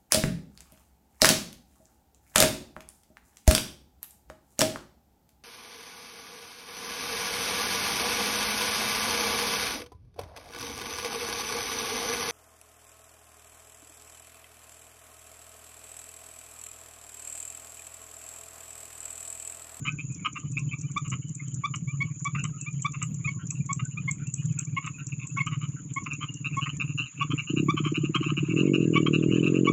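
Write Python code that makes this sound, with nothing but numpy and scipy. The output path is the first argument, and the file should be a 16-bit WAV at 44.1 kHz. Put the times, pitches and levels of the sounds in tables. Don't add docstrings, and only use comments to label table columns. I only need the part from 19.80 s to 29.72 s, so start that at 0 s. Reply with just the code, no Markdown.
import sys
import numpy as np
from scipy import signal
from scipy.fft import rfft, irfft, next_fast_len
from scipy.io import wavfile
from scipy.ndimage import uniform_filter1d, map_coordinates

SR = 44100
rng = np.random.default_rng(int(sys.argv[2]) if len(sys.argv) > 2 else 0)


def ratio(d):
    e = np.asarray(d, float) / 20
    return 10 ** e


def master(y):
    cut = np.clip(np.atleast_2d(y).T, -1, 1)
    pcm = np.round(cut * 32767)
    wavfile.write(sys.argv[1], SR, pcm.astype(np.int16))


N = 437472


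def unit(x):
    return x / np.sqrt(np.mean(x ** 2) + 1e-20)


def curve(rows):
    return np.interp(np.arange(N) / SR, *np.transpose(rows))


def wobble(rate):
    return map_coordinates(rng.standard_normal(int(N * rate / SR) + 4), [np.arange(N) * rate / SR])


def hiss(spectrum):
    size = next_fast_len(N)
    hz, db = np.transpose(spectrum)
    log_hz = np.log(np.fft.rfftfreq(size, 1 / SR) + 1)
    gain = ratio(np.interp(log_hz, np.log(hz), db, left=-120, right=-120))
    return unit(irfft(rfft(rng.standard_normal(size)) * gain, size)[:N])


def patchy(x, depth_db):
    z = signal.stft(x, nperseg=256)[2]
    patches = uniform_filter1d(rng.standard_normal(z.shape), size=4, axis=0)
    patches = uniform_filter1d(patches, size=8, axis=1)
    return unit(signal.istft(z * ratio(depth_db * unit(patches)), nperseg=256)[1][:N])


def add(track, s, piece):
    spot = track[max(round(s * SR), 0):][:len(piece)]
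    spot += piece[:len(spot)]


def swell(length, sharp):
    t = np.arange(round(1.7 * length * SR)) / SR
    return t, np.sin(np.pi * t / (1.7 * length)) ** sharp


def burst(t, hz, wide_s):
    return np.exp(-.5 * (t / wide_s) ** 2) * np.sin(2 * np.pi * hz * t)


def field(x, t60):
    t = np.arange(SR // 2) / SR
    tail = rng.standard_normal(len(t)) * ratio(-60 * t / t60) * (t > .006)
    return signal.fftconvolve(x, tail / np.linalg.norm(tail))[:N]


# start_s, firings_so_far
CRANK_TURNS = [
    (-0.037, -1),
    (3.054, 53),
    (3.576, 62),
    (5.104, 89),
    (6.115, 107),
    (6.993, 123),
    (7.205, 127),
    (8.006, 143),
    (8.357, 149),
    (8.69, 155),
               (8.7675, 158), (8.836, 161), (8.878, 163), (8.939, 166), (9.0055, 169), (9.13, 174),
             (9.205, 177), (9.337, 182), (9.4145, 185), (9.586, 192), (9.7015, 197), (9.8347, 203),
             (9.925, 207.1)]
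# start_s, bark_peak_db
THROTTLE_LEVELS = [
    (0, -39.5),
    (2, -45),
    (4.5, -44.5),
    (6, -40),
    (7.15, -35.5),
    (7.9, -21),
    (8.69, -21.5),
    (8.815, -13),
    (9.3, -15),
    (9.9, -12.5),
]
# start_s, length_s, boom_change_db
MIXTURE_SPELLS = [(-0.01, 0.06, -6), (0.11, 0.11, -9), (0.34, 0.29, -22), (1.42, 0.06, -0.5),
                  (1.48, 0.17, -4), (1.66, 0.06, 2.5), (1.77, 0.06, 1.5), (1.83, 0.06, -10),
                  (2.05, 0.17, 3.5), (2.34, 0.06, -7), (2.63, 0.29, -2.5), (3.09, 0.06, -10),
                  (3.38, 0.11, 6), (3.61, 0.06, -9), (4.34, 0.06, -21), (4.46, 0.29, 3.5), (4.96, 0.11, -6),
                  (5.13, 0.06, -19), (5.47, 0.06, -16), (5.58, 0.34, 3.5), (5.98, 0.11, -13),
                  (6.14, 0.34, -4.5), (6.47, 0.17, -3.5), (6.97, 0.06, -6), (0.9, 0.11, -2.5),
                  (1.2, 0.17, -0.5), (3.9, 0.17, 1), (6.66, 0.17, -0.5)]
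# start_s, boom_peak_db, bark_peak_db
STUMBLE_FIRINGS = [(7.289, -59, -54), (7.392, -32, -37.5), (7.449, -27, -34.5), (7.503, -21, -29),
                   (7.537, -19.5, -20), (7.584, -26, -62), (7.619, -33, -53), (7.703, -29.5, -22),
                   (7.74, -27, -19), (7.772, -26, -18), (7.802, -22.5, -18), (7.831, -26.5, -18),
                   (7.861, -27, -31), (7.888, -22, -17.5), (7.946, -24, -20.5)]
PULL_FROM_S, PULL_TO_S = 7.88, 8.66
RUN_FREE_S = 8.7


def firings():
    s, count = np.transpose(CRANK_TURNS)
    times = np.interp(np.arange(int(count[-1]) + 1), count, s)
    times[157:-2] = uniform_filter1d(times, size=5)[157:-2]
    luck = rng.standard_normal((len(times), 3))
    boom_db = -26 + 1.67 * luck[:, 1]
    for at, length, db in MIXTURE_SPELLS:
        boom_db = boom_db + db * (times > at) * (times < at + length)
    bark_luck_db = 1.5 * luck[:, 2] * np.where(times < RUN_FREE_S, 1, .4)
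    bark_db = np.interp(times, *np.transpose(THROTTLE_LEVELS)) + bark_luck_db
    odd = slice(128, 128 + len(STUMBLE_FIRINGS))
    times[odd], boom_db[odd], bark_db[odd] = np.transpose(STUMBLE_FIRINGS)
    return times + 0.00099 * luck[:, 0] * (times < RUN_FREE_S), boom_db, bark_db


def piped(blows, hz, spread_hz, echo_db, phase):
    f = np.fft.rfftfreq(SR // 2, 1 / SR)
    wavelet = np.exp(-.5 * ((f - hz) / spread_hz) ** 2 - 1j * phase) * (f / hz) ** 2 / (1 + (f / hz) ** 2)
    echo = min(ratio(echo_db), .8) * np.exp(-2j * np.pi * f * 0.006577)
    ring = np.roll(irfft(wavelet / (1 - echo)), 2000)[:SR // 5]
    return signal.fftconvolve(blows, ring / abs(ring).max())[2000:][:N]


# start_s, peak_db
LOOSE_PUFFS = [(0.728, -26.5), (0.842, -30.5), (1.775, -30.5), (1.882, -31), (2.275, -32), (2.573, -28),
               (2.675, -31), (2.973, -25.5), (3.266, -25), (3.377, -29), (3.563, -27), (3.784, -27.5),
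               (4.282, -27), (4.68, -26.5), (4.785, -32), (5.525, -28), (7.234, -34), (7.413, -26),
               (1.655, -29), (2.171, -28), (7.923, -25.5), (7.976, -28), (8.043, -24.5), (8.104, -25),
               (8.212, -21.5), (8.275, -29), (8.393, -22), (8.444, -27), (8.502, -22.5), (8.55, -27),
               (8.609, -26.5), (8.666, -25.5)]
# pitch_hz, spread_hz, pipe_echo_db
BOOM_RING = (135.2, 23.7, -17)
# pitch_hz, spread_hz, pipe_echo_db
LOADED_RING = (197, 30.4, -3.5)
# pitch_hz, spread_hz, pipe_echo_db
BARK_RING = (286, 94, -14.5)
# pitch_hz, spread_hz, pipe_echo_db
PULL_RING = (309, 55.5, -8)
# pitch_hz, spread_hz, pipe_echo_db
IDLE_RING = (260.7, 31.7, -5)


def engine():
    times, boom_db, bark_db = firings()
    clock = np.arange(N + SR) / SR
    boom, bark, puff = np.zeros((3, N + SR))
    scatter = .0012 * rng.standard_normal(len(times)) * (times > PULL_FROM_S)
    boom_times = times + .004 * (times < RUN_FREE_S) + scatter
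    pulling = (times > PULL_FROM_S) * (times < PULL_TO_S)
    boom_db = boom_db - 0.5 * (times > PULL_TO_S) - 3 * pulling
    boom[np.round(boom_times * SR).astype(int)] = ratio(boom_db)
    bark[np.round(times * SR).astype(int)] = ratio(bark_db)
    for s, db in LOOSE_PUFFS:
        puff[round(s * SR)] = ratio(db)
    gas = uniform_filter1d(bark, size=900) * rng.standard_normal(N + SR)
    sharp = bark + 3 * gas
    throttle_db = np.interp(clock, *np.transpose(THROTTLE_LEVELS))
    load = np.clip((throttle_db + 32.5) / 10.5, 0.16, 1)
    rush = np.clip((throttle_db + 20) / 8, .03, 1)
    weak = sharp * (1 - load)
    loaded_boom = boom * (clock > 7.65)

    soft = piped(boom, *BOOM_RING, phase=0.16) + piped(puff, 138.4, 18.0, -6.0, phase=0)
    soft += ratio(1) * piped(loaded_boom, *LOADED_RING, phase=0.15)
    hard = piped(sharp * load * rush, *BARK_RING, phase=0.26)
    hard += piped(sharp * load * (1 - rush), *PULL_RING, phase=0.17)
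    idle = piped(weak, *IDLE_RING, phase=0.97) + ratio(-18.5) * piped(weak, 430, 32, -8.0, phase=0.86)
    roar = piped((0.86 * gas + ratio(-30) * bark) * rush, 490, 66, -2.5, phase=1.0)
    roar += ratio(-4.5) * piped((0.43 * gas + ratio(-33.5) * bark) * rush, 590, 95, -16.5, phase=1)
    roar += ratio(2.0) * piped(gas * load, 450, 92, -9.5, phase=1.0)
    return soft + hard + idle + roar


# pitch_hz, level_db (per Hz)
RUMBLE_COLOUR = [(12, -69.5), (20, -30.5), (70, -5.5), (151, 13), (230, -3), (586, -32), (700, -32.5),
                 (910, -40.5), (1540, -120)]
# start_s, length_s
MISFIRE_GAPS = [
    (7.235, 0.089),
    (7.625, 0.042),
]


def rumble():
    level = np.ones(N)
    for s, length in MISFIRE_GAPS:
        add(level, s, -0.65 * swell(length, sharp=0.64)[1])
    return ratio(-43.0 + 2.3 * wobble(12) + 4.1 * wobble(30)) * level * hiss(RUMBLE_COLOUR)


# start_s, level_db
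CHORUS_LEVELS = [
    (0, -69),
    (1.5, -72.5),
    (4.5, -69.5),
    (6.5, -69),
    (9, -62.5),
    (9.92, -61.5),
]
# pitch_hz, level_db (per Hz)
CHORUS_COLOUR = [(350, -66), (600, -38), (919, -7), (1110, -0.5), (1830, -13), (2420, -2.5), (3380, -12),
                 (5000, -32.5), (6500, -49), (11000, -120)]


def far_frogs():
    lumps_db = np.clip(3 * wobble(15) + 3 * wobble(60), -12, 7)
    lumpy = ratio(lumps_db + 3.0) * patchy(hiss(CHORUS_COLOUR), depth_db=6.5)
    return ratio(curve(CHORUS_LEVELS)) * (lumpy + ratio(-4.5) * hiss(CHORUS_COLOUR))


# pitch_hz, level_db (per Hz)
INSECT_COLOUR = [(4800, -46), (5830, -25.5), (6350, -11.5), (6700, 0.5), (7050, 5.5), (7450, -14),
                 (8310, -75.5), (10800, -110)]


def insect_crowd():
    level_db = -50 + 0.34 * wobble(11.0) + 1.2 * wobble(14) + 0.28 * wobble(40)
    return ratio(level_db) * patchy(hiss(INSECT_COLOUR), depth_db=1.5)


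# start_s, length_s, pitch_hz, peak_db
FAR_WHISTLES = [(0, 0.1, 1520, -52), (.24, .025, 2680, -62), (.305, 0.035, 2486, -52),
                (0.379, 0.016, 2260, -51.5), (0.417, 0.025, 2300, -54), (0.607, .05, 1200, -57),
                (0.783, .03, 1060, -56), (0.736, 0.02, 2560, -51.5), (0.888, 0.02, 3090, -52),
                (1.064, 0.026, 2980, -55.5), (1.422, 0.021, 2280, -58), (1.454, 0.025, 2970, -57),
                (1.596, 0.014, 2156, -43), (1.666, 0.019, 3100, -60), (2.73, 0.048, 1294, -53.5),
                (2.794, 0.061, 2650, -50.5), (3.76, 0.012, 2530, -67), (3.804, 0.011, 2420, -44),
                (4.031, .035, 1496, -52.5), (4.42, 0.039, 2390, -56), (4.459, 0.023, 2680, -48.5),
                (4.578, 0.033, 2485, -51), (4.583, 0.024, 2900, -50), (4.698, 0.017, 2570, -54),
                (5.137, 0.026, 2525, -50), (5.417, 0.045, 1076, -54), (5.49, 0.021, 2620, -51),
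                (6.476, 0.028, 2805, -42.5), (6.54, 0.04, 2810, -48.5), (6.925, 0.063, 1780, -65),
                (0.648, 0.027, 2960, -53.5), (7.594, 0.011, 2310, -29.5), (8.52, .04, 2700, -71),
                (7.281, 0.022, 2500, -58), (8.699, 0.025, 2294, -40), (8.853, 0.052, 2220, -50.5),
                (9.053, 0.039, 1650, -57.5), (9.46, 0.042, 2830, -42.5), (9.519, 0.057, 1104, -56),
                (9.552, 0.027, 1710, -50), (2.245, 0.056, 1118, -54.5), (2.12, 0.031, 1160, -54),
                (1.9, 0.026, 1158, -60), (3.52, 0.088, 1090, -59.5), (6.205, .02, 1102, -46),
                (8.21, 0.051, 1200, -51.5), (9.06, 0.027, 2740, -52), (9.22, 0.013, 2810, -42),
                (9.59, 0.015, 2960, -42)]


def whistles():
    out, waver, flutter_db = np.zeros(N), 0.96 * wobble(140), 4 * wobble(170)
    for s, length, hz, db in FAR_WHISTLES:
        t, shape = swell(length, sharp=1.0)
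        here = slice(round(s * SR), round(s * SR) + len(t))
        turn = 2 * np.pi * hz * t * (1 + 0.0068 * (t / t[-1] - 1)) + waver[here]
        add(out, s - 0.18 * length, ratio(db + flutter_db[here]) * shape * np.sin(turn))
    return out


def far_calls(count):
    luck = rng.random((count, 5))
    s = (np.arange(count) + luck[:, 0]) * N / SR / count
    length = .012 + .022 * luck[:, 2]
    throat_db = np.interp(s, *np.transpose(CHORUS_LEVELS)) + 4.5 + 10.0 * luck[:, 1]
    sac_db = throat_db - 9.0 - 8 * luck[:, 2]
    return np.transpose([s, length, 1080 + 400 * luck[:, 3], 2200 + 800 * luck[:, 4], sac_db, throat_db])


# start_s, length_s, throat_hz, sac_peak_db
ROUGH_RATTLES = [(0.054, 0.028, 2590, -34), (0.451, 0.018, 2680, -30), (0.557, 0.02, 2490, -41.5),
                 (1.248, 0.025, 2610, -48), (1.32, 0.02, 2560, -37), (1.599, 0.033, 2270, -58.5),
                 (1.939, 0.009, 2586, -34.5), (2.55, 0.015, 2410, -35), (2.64, 0.017, 2560, -40.5),
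                 (3.136, 0.019, 2480, -42), (3.217, 0.018, 2520, -38.5), (3.995, 0.01, 2500, -36.5),
                 (5.027, 0.05, 2560, -47), (5.066, 0.01, 2390, -32), (5.665, 0.015, 2660, -36),
                 (5.713, 0.035, 2530, -42.5), (5.812, 0.035, 2590, -47), (6.262, 0.012, 2490, -33.5),
                 (6.411, 0.029, 2690, -39), (6.861, 0.017, 2325, -34), (7.507, 0.018, 2770, -35),
                 (7.969, 0.024, 2780, -33.5), (8.043, 0.034, 2690, -35.5), (8.345, 0.0089, 2720, -27.5),
                 (8.356, 0.012, 2700, -27), (8.43, 0.014, 2700, -35), (8.483, 0.0083, 2700, -40.5),
                 (8.495, 0.014, 2710, -36.5), (9.263, 0.012, 2720, -30)]
# start_s, length_s, throat_hz, throat_peak_db
STRAY_TRILLS = [(0.188, 0.019, 2440, -36), (0.077, 0.017, 2397, -26.5), (0.77, 0.015, 2467, -28),
                (0.915, 0.024, 2490, -38), (2.571, 0.04, 2610, -41), (3.703, 0.012, 2500, -46.5),
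                (4.586, 0.032, 2700, -56), (4.777, 0.03, 2490, -46.5), (4.966, 0.015, 2720, -37.5),
                (5.188, 0.021, 2610, -45.5), (5.321, 0.014, 2570, -38.5), (5.397, 0.039, 2470, -43.5),
                (5.585, 0.018, 2560, -37.5)]
# start_s, length_s, peak_db
SOFT_COOS = [
    (2.574, 0.022, -44.5),
    (3.588, 0.037, -53),
    (4.398, 0.032, -52),
    (4.776, 0.03, -52.5),
    (5.186, 0.034, -50.5),
    (5.564, 0.022, -45),
    (5.965, 0.028, -50),
]
# start_s, length_s, throat_hz, throat_peak_db
EVEN_TRILLS = [(6.309, 0.033, 2580, -33.5), (6.648, 0.025, 2600, -29.5), (6.727, 0.025, 2560, -41),
               (6.815, 0.027, 2764, -30.5), (6.892, 0.012, 2850, -32.5), (7.001, 0.023, 2560, -26),
               (7.074, .04, 2640, -45), (7.18, 0.026, 2740, -29.5), (7.209, .031, 2800, -37.5),
               (7.254, 0.022, 2680, -42.5), (7.4, 0.027, 2650, -29.5), (7.58, 0.024, 2690, -30),
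               (7.673, 0.033, 2770, -37.5), (7.767, 0.027, 2664, -29.5), (8.147, 0.025, 2653, -28.5),
               (8.242, 0.022, 2640, -35.5), (8.336, 0.0053, 2590, -42), (8.4, 0.032, 2800, -44.5),
               (8.445, 0.03, 2630, -35.5), (8.571, 0.021, 2675, -28), (8.63, 0.043, 2650, -49.5),
               (8.697, 0.027, 2660, -36.5), (8.766, 0.046, 2740, -32), (8.84, 0.033, 2550, -45),
               (8.938, .024, 2670, -26.5), (8.99, 0.049, 2690, -44), (9.14, 0.038, 2770, -30.5),
               (9.335, 0.023, 2666, -26.5), (9.427, 0.016, 2630, -37.5), (9.512, 0.036, 2770, -33.5),
               (9.555, 0.026, 2600, -38.5), (9.63, 0.019, 2670, -32), (9.662, 0.019, 2615, -27.5),
               (9.745, 0.029, 2650, -34.5), (9.85, 0.025, 2830, -34)]


def near_calls():
    return ([(s, length, 1190, hz, db, db - 1.5) for s, length, hz, db in ROUGH_RATTLES]
            + [(s, length, 1200, hz, db - 14.5, db) for s, length, hz, db in EVEN_TRILLS]
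            + [(s, length, 1170, hz, db - 22, db) for s, length, hz, db in STRAY_TRILLS]
            + [(s, length, 1450, 2600, db, db - 17.0) for s, length, db in SOFT_COOS])


def croaks(calls):
    out, t = np.zeros(N), np.arange(SR // 80) / SR - .005
    all_luck = np.clip(rng.standard_normal((len(calls), 4, 50)), -2, 2)
    for (s, length, sac_hz, hz, sac_db, throat_db), luck in zip(calls, all_luck):
        big = sac_db > throat_db - 8
        ragged = length > .03
        jitter = .15 if big else .22 if ragged else .04
        clicks_per_s = (310 if big else 157) * (1 + 0.045 * luck[2, 0])
        times = np.cumsum(1 + jitter * luck[0]) / clicks_per_s
        done = (times[times < 1.7 * length] / (1.7 * length))[:, None]
        size, bend = luck[1, :len(done), None], luck[3, :len(done), None]
        shape = np.sin(np.pi * done) ** (.9 if big else .95) * np.exp(-(.3 if big else -.15) * done)
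        shape = shape * 0.89 * ratio((3.5 if big or ragged else 1.1) * size)
        tight = 1 + .025 * (done - .5) + .018 * bend
        split = (.11 if big else .036) + (0.026 if big else .012) * luck[2, 1]

        throat = burst(t, (1 - split) * hz * tight, 0.00092 if big else .00105)
        throat = throat + burst(t, (1 + split) * hz * tight, 0.0019) + 0.99 * big * burst(t, hz * tight, 0.0005)
        upper = ratio(-17.5 + 4.6 * luck[2, 3]) * (.8 if big else done)
        throat = throat + upper * burst(t, 1.455 * hz * tight, 0.0011)
        edge = ratio((-26 if big else -36) + 4.5 * bend)
        throat = throat + edge * burst(t, 4900 * (1 + .12 * size) * tight, 0.00038)
        octave_hz = (2.04 + .04 * luck[2, 2]) * hz
        throat = throat + ratio(-34 + 3 * luck[2, 4]) * burst(t, octave_hz * tight, .0014)

        sac = burst(t, sac_hz * tight, .0018)
        sac = sac + ratio(-12 if big else -3) * burst(t, 1.264 * sac_hz * tight, 0.0011)
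        sac = sac + ratio(-16.5) * big * burst(t, 0.94 * sac_hz * tight, .0012)
        clicks = shape * (ratio(throat_db + 2.5) * throat + ratio(sac_db + 3.0) * sac)
        for wait, click in zip(times, clicks):
            add(out, s + wait - 0.2 * length - (.005 if big else .007), click)
    return out


# start_s, peak_db
HARD_TICKS = [(0.325, -44), (0.717, -35), (0.793, -33.5), (1.0117, -33), (1.178, -34), (1.301, -26),
              (1.55, -27), (1.7426, -26.5), (1.957, -25.5), (2.4445, -23.5), (2.638, -21.5), (2.8116, -23),
              (3.021, -21), (3.226, -18.5), (3.705, -19), (3.8603, -29.5), (3.9289, -16), (4.0508, -26.5),
              (4.311, -17.5), (4.47, -30.5), (4.539, -17), (4.655, -29), (4.789, -16), (4.8492, -28),
              (5.062, -28), (5.2672, -26.5), (5.47, -27), (6.1362, -29), (6.333, -28), (6.5393, -30)]
# start_s, peak_db
SOFT_TICKS = [(.12, -40), (.345, -33), (.529, -34), (.58, -43), (.596, -37), (0.986, -37), (0.996, -42),
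              (1.115, -32), (1.279, -33), (1.31, -38), (1.479, -48), (1.492, -33.5), (1.679, -34),
              (2.394, -38), (2.593, -36.5), (2.927, -37), (2.999, -50), (3.119, -32), (3.343, -30),
              (3.668, -32), (4.723, -37), (5.57, -37), (5.663, -31), (5.885, -47), (6.236, -38),
              (6.445, -50), (6.769, -32.5), (6.968, -34.5), (7.18, -41), (8.118, -45), (8.353, -33.5)]


def ticks():
    out, t = np.zeros(N), np.arange(SR // 80) / SR - .005
    every = HARD_TICKS + SOFT_TICKS
    for (s, db), luck in zip(every, rng.standard_normal((len(every), 4))):
        rough = 1 + 0.47 * uniform_filter1d(rng.standard_normal(len(t)), size=16)
        scrape_hz = 8200 + 28 * db + 120 * luck[0] - 40000 * t
        scrape = rough * burst(t - .0018, scrape_hz, .0013)
        late = t - (.0036 + .0016 + .0004 * luck[1])
        snap = burst(late, 6700 + 250 * luck[2], 0.00031)
        snap = snap + ratio(-38 - .5 * db) * burst(late, 5000, 0.000078)
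        snap = snap + ratio(-5.0) * burst(t - .0008, 6700, 0.00024)
        add(out, s - .005, ratio(db - 3.5) * scrape + ratio(0.62 * db - 10.5 + 1.4 * luck[3]) * snap)
    out = signal.sosfilt(signal.butter(12, 8250, fs=SR, output="sos"), out)
    highpass = signal.butter(6, 5100, "highpass", fs=SR, output="sos")
    return out + ratio(-12.0) * signal.sosfilt(highpass, field(out, t60=0.16))


def rasps():
    out, t = np.zeros(N), np.arange(SR // 8) / SR
    band = signal.butter(3, [7400, 8080], "bandpass", fs=SR, output="sos")
    for s, db in HARD_TICKS:
        rasp = unit(signal.sosfilt(band, rng.standard_normal(len(t))))
        decay = ratio(db / 2 - 23 - 6 * s - 60 * t / 0.056)
        add(out, s - .004, decay * np.clip(t / 0.0014, 0, 1) * rasp)
    return out


# start_s, length_s, pitch_hz, peak_db
THIN_PEEPS = [
    (0.935, 0.012, 1170, -32.5),
    (1.038, 0.019, 1200, -51.5),
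    (2.083, 0.027, 1170, -40.5),
    (2.868, 0.02, 1190, -35),
    (3.448, 0.014, 1236, -31),
    (4.175, 0.013, 1223, -32.5),
    (4.87, 0.013, 1170, -51.5),
]
# start_s, length_s, pitch_hz, first_harmonic_db, second_harmonic_db
CLEAR_NOTES = [(1.167, 0.014, 1167, -24, -30.5), (1.842, 0.018, 1160, -24.5, -31.5),
               (2.21, 0.019, 1114, -41.5, -24.5), (2.457, 0.02, 1144, -27, -31),
               (3.051, 0.015, 1162, -23.5, -28), (3.478, 0.016, 1111, -41.5, -27),
               (3.897, 0.02, 1114, -29.5, -35), (4.282, 0.015, 1081, -40.5, -25.5),
               (4.971, 0.017, 1090, -29.5, -27), (5.574, 0.017, 1108, -30.5, -29),
               (5.606, 0.013, 1087, -36, -23), (6.167, .018, 1097, -30.5, -29),
               (6.774, 0.021, 1101, -27, -36.5), (7.414, 0.017, 1139, -23, -37),
               (7.89, 0.018, 1157, -21.5, -28.5), (9.161, 0.019, 1141, -22, -23),
               (9.876, 0.017, 1135, -21, -25.5)]


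def notes():
    out = np.zeros(N)
    full = [(*row, max(row[3:]) - 22 + 0.223 * (row[2] - 1127)) for row in CLEAR_NOTES]
    peeps = [(s, length, hz, db - 13, db, db - 49.5) for s, length, hz, db in THIN_PEEPS]
    for s, length, hz, first_db, second_db, upper_db in full + peeps:
        t, shape = swell(length * 0.94, sharp=0.28)
        done = t / t[-1]
        attack = np.clip(t / 0.0066, 0, 1) ** 0.54
        release = np.clip((t[-1] - t) / 0.0039, 0, 1)
        shape = shape * (0.95 + 0.52 * done) * attack * release
        shake = uniform_filter1d(np.cumsum(rng.standard_normal(len(t))), size=40)
        thin = second_db > first_db + 8
        rise = .115 if hz > 1155 else .055
        glide = 1 + rise * (np.sqrt(done) - .75)
        turn = 2 * np.pi * np.cumsum(hz * glide) / SR + 0.0044 * shake
        stack = [first_db, second_db, upper_db + 3.5 - 8 * thin, upper_db - 14 * (not thin), upper_db - 9.5]
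        flutter = 1 + (.06 if thin else .14) * np.sin(2 * np.pi * 300 * t + .08 * shake) * np.exp(-done)
        press = shape * done ** 2 * 1.46
        voice = ratio(second_db - 21.5) * np.sin(3.0 * turn + 0.14 * shake) * np.exp(-1.2 * done)
        for k, db in enumerate(stack):
            partial = ratio(db) * np.cos((k + 1) * turn + k)
            voice = voice + partial * (press if k > 1 else 1) * (flutter if k else 1)
        add(out, s - 0.36 * length, -shape * voice)
    return out


# start_s, level_db
CRICKET_LEVELS = [
    (0, -99),
    (1.2, -93),
    (1.4, -112),
    (4.8, -106),
    (5, -99),
    (6.2, -96.5),
    (7.17, -83),
    (7.22, -100),
    (9.9, -97.5),
]


def cricket():
    t = np.arange(N) / SR
    chirps = np.clip(3 * np.sin(2 * np.pi * 8.2 * t + 1.5 + .4 * wobble(1.5)) + 1.5, 0, 1)
    strokes = np.sin(np.pi * 160 * t) ** 2
    tone = np.sin(2 * np.pi * 9480 * t + 3.4 * wobble(150))
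    return ratio(curve(CRICKET_LEVELS) + 11.0) * chirps * (.3 + strokes) * tone


# pitch_hz, level_db (per Hz)
AIR_COLOUR = [(9000, -25.5), (11000, -16), (14000, -4.5), (15300, -0.5), (15600, -42.5)]
# start_s, length_s, level_db
STRAW_RUSTLES = [
    (1.268, 0.0037, -70.5),
    (3.226, 0.086, -77),
    (4.312, 0.011, -70),
    (4.778, 0.023, -71),
    (5.183, 0.0061, -73),
    (7.621, 0.0038, -68.5),
    (7.766, .13, -75.5),
]


def straw():
    level = np.full(N, ratio(-92))
    for s, length, db in STRAW_RUSTLES:
        add(level, s, ratio(db) * swell(length, sharp=.6)[1])
    return level * ratio(1.5 * wobble(30)) * hiss(AIR_COLOUR)


def scene():
    motor = engine()
    frogs = whistles() + croaks(near_calls()) + croaks(far_calls(count=110)) + notes()
    dull = signal.butter(2, 3600, fs=SR, output="sos")
    wet = ratio(-9.0) * signal.sosfilt(dull, field(frogs, t60=0.094)) + ratio(-17) * field(motor, t60=.15)
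    insects = insect_crowd() + ticks() + rasps()
    return (motor + rumble() + far_frogs() + frogs + wet + insects + cricket() + straw())[None]


def roll_off(x):
    return signal.sosfilt(signal.butter(12, 15500, fs=SR, output="sos"), x)


def record(dry):
    mix = dry / (1 + abs(dry / .43) ** 10) ** .1
    return roll_off(mix)


dry = scene()
out = record(dry)
master(out)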